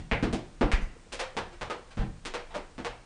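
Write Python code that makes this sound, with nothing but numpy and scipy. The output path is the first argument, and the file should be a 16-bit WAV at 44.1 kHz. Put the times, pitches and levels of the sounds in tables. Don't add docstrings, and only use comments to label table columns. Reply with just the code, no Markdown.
import sys
import numpy as np
from scipy import signal
from scipy.fft import rfft, irfft
from scipy.io import wavfile

SR = 44100
rng = np.random.default_rng(int(sys.argv[2]) if len(sys.argv) > 2 else 0)


def transcribe(signal):
    frames = np.atleast_2d(signal).T
    limited = np.clip(frames, -1, 1)
    pcm = np.round(limited * 32767).astype(np.int16)
    wavfile.write(sys.argv[1], SR, pcm)


def ratio(d):
    e = np.asarray(d, float) / 20
    return 10 ** e


N = 134505
LEAD_N, LONG_N = 4410, 32768
BINS_HZ = np.fft.rfftfreq(2048, 1 / SR)

# (frequency [Hz], density [dB per Hz])
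HUM_SPECTRUM = [(12, -36), (20, 19.5), (43, 4.5), (156, -5.5), (503, -13.5), (687, -14.5), (2460, -21.5),
                (9250, -26.5), (10000, -31.5), (13000, -65.5), (22000, -120)]
# (time [s], level [dB], push length [s], sway [dB])
LANDINGS = [(-.02, -32, .024, -3), (.121, -22, .024, -10), (.235, -25, .024, -9), (.33, -29, .024, -9),
            (.636, -18, .026, -13), (.733, -13.5, .026, -17), (.762, -27, .036, -10), (.824, -22, .034, -8),
            (1.125, -40, .03, -6), (1.62, -38, .02, -8), (1.992, -20, .03, -13), (2.02, -29, .024, -9),
            (2.082, -30, .034, -8), (2.295, -44, .045, -9), (2.8, -44, .02, -5), (2.89, -44, .024, -3)]
# (frequency [Hz], level [dB], t60 [s])
JOIST_MODES = [(30, -8, .65), (36, -14, .4), (46, -9, .4), (57, -11, .35), (70, -13, .3), (90, -14, .3),
               (120, -17, .25)]
# (time [s], level [dB], board note [Hz])
HEELS = [(-.03, -36.5, 150), (.116, -26, 156), (.227, -20, 210), (.297, -39.5, 210), (.330, -26, 230),
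         (.611, -20, 250), (.72, -39, 278), (.78, -35.5, 183), (1.125, -44.5, 333), (1.366, -36, 238),
         (1.370, -39.5, 95), (1.612, -39.5, 150), (1.699, -37.5, 462), (1.972, -26.5, 121),
         (2.01, -31, 151), (2.05, -39.5, 195), (2.255, -43.5, 312), (2.34, -41.5, 267), (2.56, -38.5, 257),
         (2.781, -36.5, 241), (2.848, -44.5, 106)]
# (time [s], length [s], level [dB], tilt [dB per octave])
BRUSHES = [
    (-.04, 0.016, -23.5, -3.5),
    (.298, 0.013, -59, 25),
    (.814, 0.0038, -28, -3),
    (1.52, 0.01, -31, -3.5),
    (1.902, 0.013, -31, -3),
    (1.98, 0.045, -21, -6.5),
    (2.495, 0.024, -28, -6),
]
# (time [s], peak level [dB], note [Hz], t60 [s])
HOLLOWS = [(.335, -32.5, 718, 0.15), (0.613, -33.5, 464, 0.15), (1.132, -34.5, 546, 0.15),
           (1.196, -29.5, 520, .3), (1.368, -38, 518, 0.088), (1.53, -45, 350, 0.2),
           (1.700, -26.5, 1245, 0.12), (1.700, -39.5, 480, 0.073), (2.342, -38.5, 480, 0.29),
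           (2.545, -38, 480, 0.26), (2.55, -27, 593, 0.18), (2.85, -26, 480, 0.14)]
# (time [s], level [dB], tilt [dB per octave], cupped-air level [dB], cupped-air note [Hz])
SLAPS = [(.227, -12, -5, 0, 1660), (.328, -13.5, -0.5, 24, 695), (.611, -6, -8, -35, 480),
         (1.125, -16.5, 1, 7, 555), (1.1955, -12, -2, -1, 536), (1.368, -9.5, -4.5, 4, 900),
         (1.612, -14, -5, -9, 1060), (1.700, -13.5, -5, -10, 1220), (1.972, -21, -5.5, -60, 1530),
         (2.252, -15.5, -1, -80, 2500), (2.339, -12.5, -4, 7, 480), (2.548, -20.5, -2, 14.5, 528),
         (1.1925, -15, -4.5, -1, 722), (2.538, -27, -8, -4, 1500), (2.543, -16.5, -6, 5, 900),
         (1.121, -21.5, -5, 10, 2840)]
# (time [s], level [dB], tilt [dB per octave], cupped-air level [dB], cupped-air note [Hz])
SNAPS = [
    (.114, -5, -10, 17.5, 2130),
    (.717, -8, -3, 16, 1940),
    (2.781, -21, -5.5, -30, 400),
    (2.848, -12.5, -4.5, -10, 480),
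]
# (frequency [Hz], gain [dB])
SKIN_COLOUR = [(60, -24), (150, -12), (300, 0), (800, 13.5), (2500, 13.5), (4000, 11), (9000, 3.5)]
# (delay [s], level [dB])
ECHOES = [(.0044, 0), (.0085, -7), (.0132, -5), (.019, -3), (.024, -8), (.031, -8)]
# (frequency [Hz], t60 [s])
WALL_DECAY = [(100, 0.43), (260, 0.22), (700, 0.3), (1840, 0.29), (4850, 0.23), (9000, 0.14)]
# (frequency [Hz], width [Hz], level [dB])
ROOM_NOTES = [(233, 10, -17), (350, 90, 0), (480, 52, 4.5), (587, 27, -6)]


def evened(x):
    return x / np.sqrt(np.mean(x ** 2) + 1e-20)


def read(points, hz):
    f, value = np.transpose(points)
    return np.interp(np.log(hz + 1), np.log(f + 1), value)


def add(mix, time_s, sound):
    part = mix[LEAD_N + round(time_s * SR):][:len(sound)]
    part += sound[:len(part)]


def bump(hz, centre_hz, width_hz):
    return 1 / np.sqrt(1 + (2 * (hz - centre_hz) / width_hz) ** 2)


def coloured(x, gain):
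    mirrored = np.r_[gain, gain[-2:0:-1]]
    log_gain = np.log(np.maximum(mirrored, 1e-5))
    spectrum = np.exp(np.conj(signal.hilbert(log_gain)))
    taps = np.fft.ifft(spectrum).real
    return signal.fftconvolve(x, taps / np.linalg.norm(taps))


def sparse_taps():
    taps = np.zeros(LONG_N)
    slots = np.arange(0, LONG_N - 12, 12)
    draw = rng.random((2, len(slots)))
    offset = draw[1] - .5
    taps[slots + (draw[0] * 12).astype(int)] = np.sign(offset) * (.3 + 2 * abs(offset))
    return taps


def room(direct_db):
    build_s, ramp_s, tail_db = .005, .0054, 7.5
    late_db, late_stretch = -25.5, 4.1
    t = np.arange(LONG_N) / SR
    build = 1 - np.exp(-(t / build_s) ** 2)
    hz, when_s, z = signal.stft(sparse_taps() * build, SR, nperseg=512)
    fall_db = -60 * when_s / read(WALL_DECAY, hz)[:, None]
    fade = ratio(fall_db) + ratio(late_db + fall_db / late_stretch)
    even = np.linalg.norm(fade, axis=1) / np.linalg.norm(z * fade, axis=1)
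    tail = signal.istft(z * fade * even[:, None], SR, nperseg=512)[1][:LONG_N]

    fine_hz = np.fft.rfftfreq(LONG_N, 1 / SR)
    notes = sum(ratio(db) * bump(fine_hz, f, w) ** 2 for f, w, db in ROOM_NOTES)
    tail = irfft(rfft(tail) * (1 + notes), LONG_N)
    tail *= ratio(tail_db) * np.minimum(t / ramp_s, 1) / np.linalg.norm(tail)
    tail[0] += ratio(direct_db)
    shifts = rng.uniform(-0.78, 1, len(ECHOES))
    for (delay_s, db), shift in zip(ECHOES, shifts):
        tail[round(delay_s * (1 + .08 * shift) * SR)] += ratio(db)
    return tail


def skin(tilt_db):
    octaves = np.log2(np.maximum(BINS_HZ, 500) / 1000)
    return ratio(read(SKIN_COLOUR, BINS_HZ) + tilt_db * octaves)


def hum():
    level_db = -50
    z = rng.standard_normal(N // 2 + 1) + 1j * rng.standard_normal(N // 2 + 1)
    gain = ratio(read(HUM_SPECTRUM, np.fft.rfftfreq(N, 1 / SR)))
    return ratio(level_db) * evened(irfft(z * gain, N))


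def landing(db, length_s, sway_db):
    t = np.arange(LONG_N) / SR
    pulse = np.exp(-(t / length_s) ** 3)
    push = np.sin(2 * np.pi * t / length_s) * pulse * np.minimum(t / (.2 * length_s), 1)
    odd = rng.uniform(-1, 1, (len(JOIST_MODES), 2))
    sway = np.zeros(LONG_N)
    for (f_hz, mode_db, t60_s), (detune, phase) in zip(JOIST_MODES, odd):
        wave = np.sin(2 * np.pi * f_hz * (1 + 0.044 * detune) * t + np.pi * phase)
        sway += ratio(mode_db - 60 * t / t60_s) * wave
    return ratio(db) * (push + ratio(sway_db) * sway * (1 - pulse))


def heel(db, note_hz):
    rattle_s, width_share = 0.01, 1
    t = np.arange(4096) / SR
    knocks = rng.standard_normal(4096) * np.exp(-t / rattle_s) * 0.022
    knocks[0] = -1
    low_cut = np.minimum(BINS_HZ / 70, 1) ** 2
    gain = bump(BINS_HZ, note_hz, width_share * note_hz) ** 2 * low_cut
    return ratio(db + 16.5) * coloured(knocks, gain)


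def brush(length_s, db, tilt_db):
    size = round(length_s * SR)
    swell = np.sin(np.pi * np.arange(size) / size)
    grit = rng.standard_normal(4096)[:size] * swell
    return ratio(db) * coloured(grit / np.linalg.norm(grit), skin(tilt_db))


def hollow(db, note_hz, t60_s):
    swell_s, beat_hz, partner_db = 0.0063, 28.2, -12
    t = np.arange(LONG_N // 2) / SR
    phase = 2 * np.pi * rng.random(2)
    note = np.sin(2 * np.pi * note_hz * t + phase[0])
    partner = np.sin(2 * np.pi * (note_hz + beat_hz) * t + phase[1])
    swell = 1 - np.exp(-t / swell_s)
    return ratio(db - 60 * t / t60_s) * swell * (note + ratio(partner_db) * partner)


def slap(db, tilt_db, cup_db, cup_hz, width_share=0.35):
    resonance = bump(BINS_HZ, cup_hz, width_share * cup_hz) ** 2
    cup = ratio(cup_db) * resonance * np.minimum(BINS_HZ / cup_hz, 1)
    return ratio(db) * coloured(-np.ones(1), skin(tilt_db) + cup)


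def snap(*row):
    return slap(*row, width_share=0.57)


def scene():
    snap_direct_db, slap_direct_db, heel_direct_db = 1, -2, 6
    mix = np.zeros(N + LEAD_N)
    still = hum()
    for time_s, *row in LANDINGS:
        add(mix, time_s, landing(*row))
    airborne = ((HEELS, heel, heel_direct_db), (BRUSHES, brush, slap_direct_db),
                (SLAPS, slap, slap_direct_db), (SNAPS, snap, snap_direct_db))
    for rows, source, direct_db in airborne:
        for time_s, *row in rows:
            add(mix, time_s, signal.fftconvolve(source(*row), room(direct_db)))
    for time_s, *row in HOLLOWS:
        add(mix, time_s, hollow(*row))
    return (mix[LEAD_N:] + still)[None]


def roll_off(x):
    return signal.sosfilt(signal.butter(12, 10280, fs=SR, output="sos"), x)


def record(dry):
    edge_hz = 9950
    low_pass = signal.firwin(301, edge_hz, window=("kaiser", 9), fs=SR)
    cut = signal.oaconvolve(dry, low_pass[None], "same")
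    return roll_off(cut)


dry = scene()
out = record(dry)
transcribe(out)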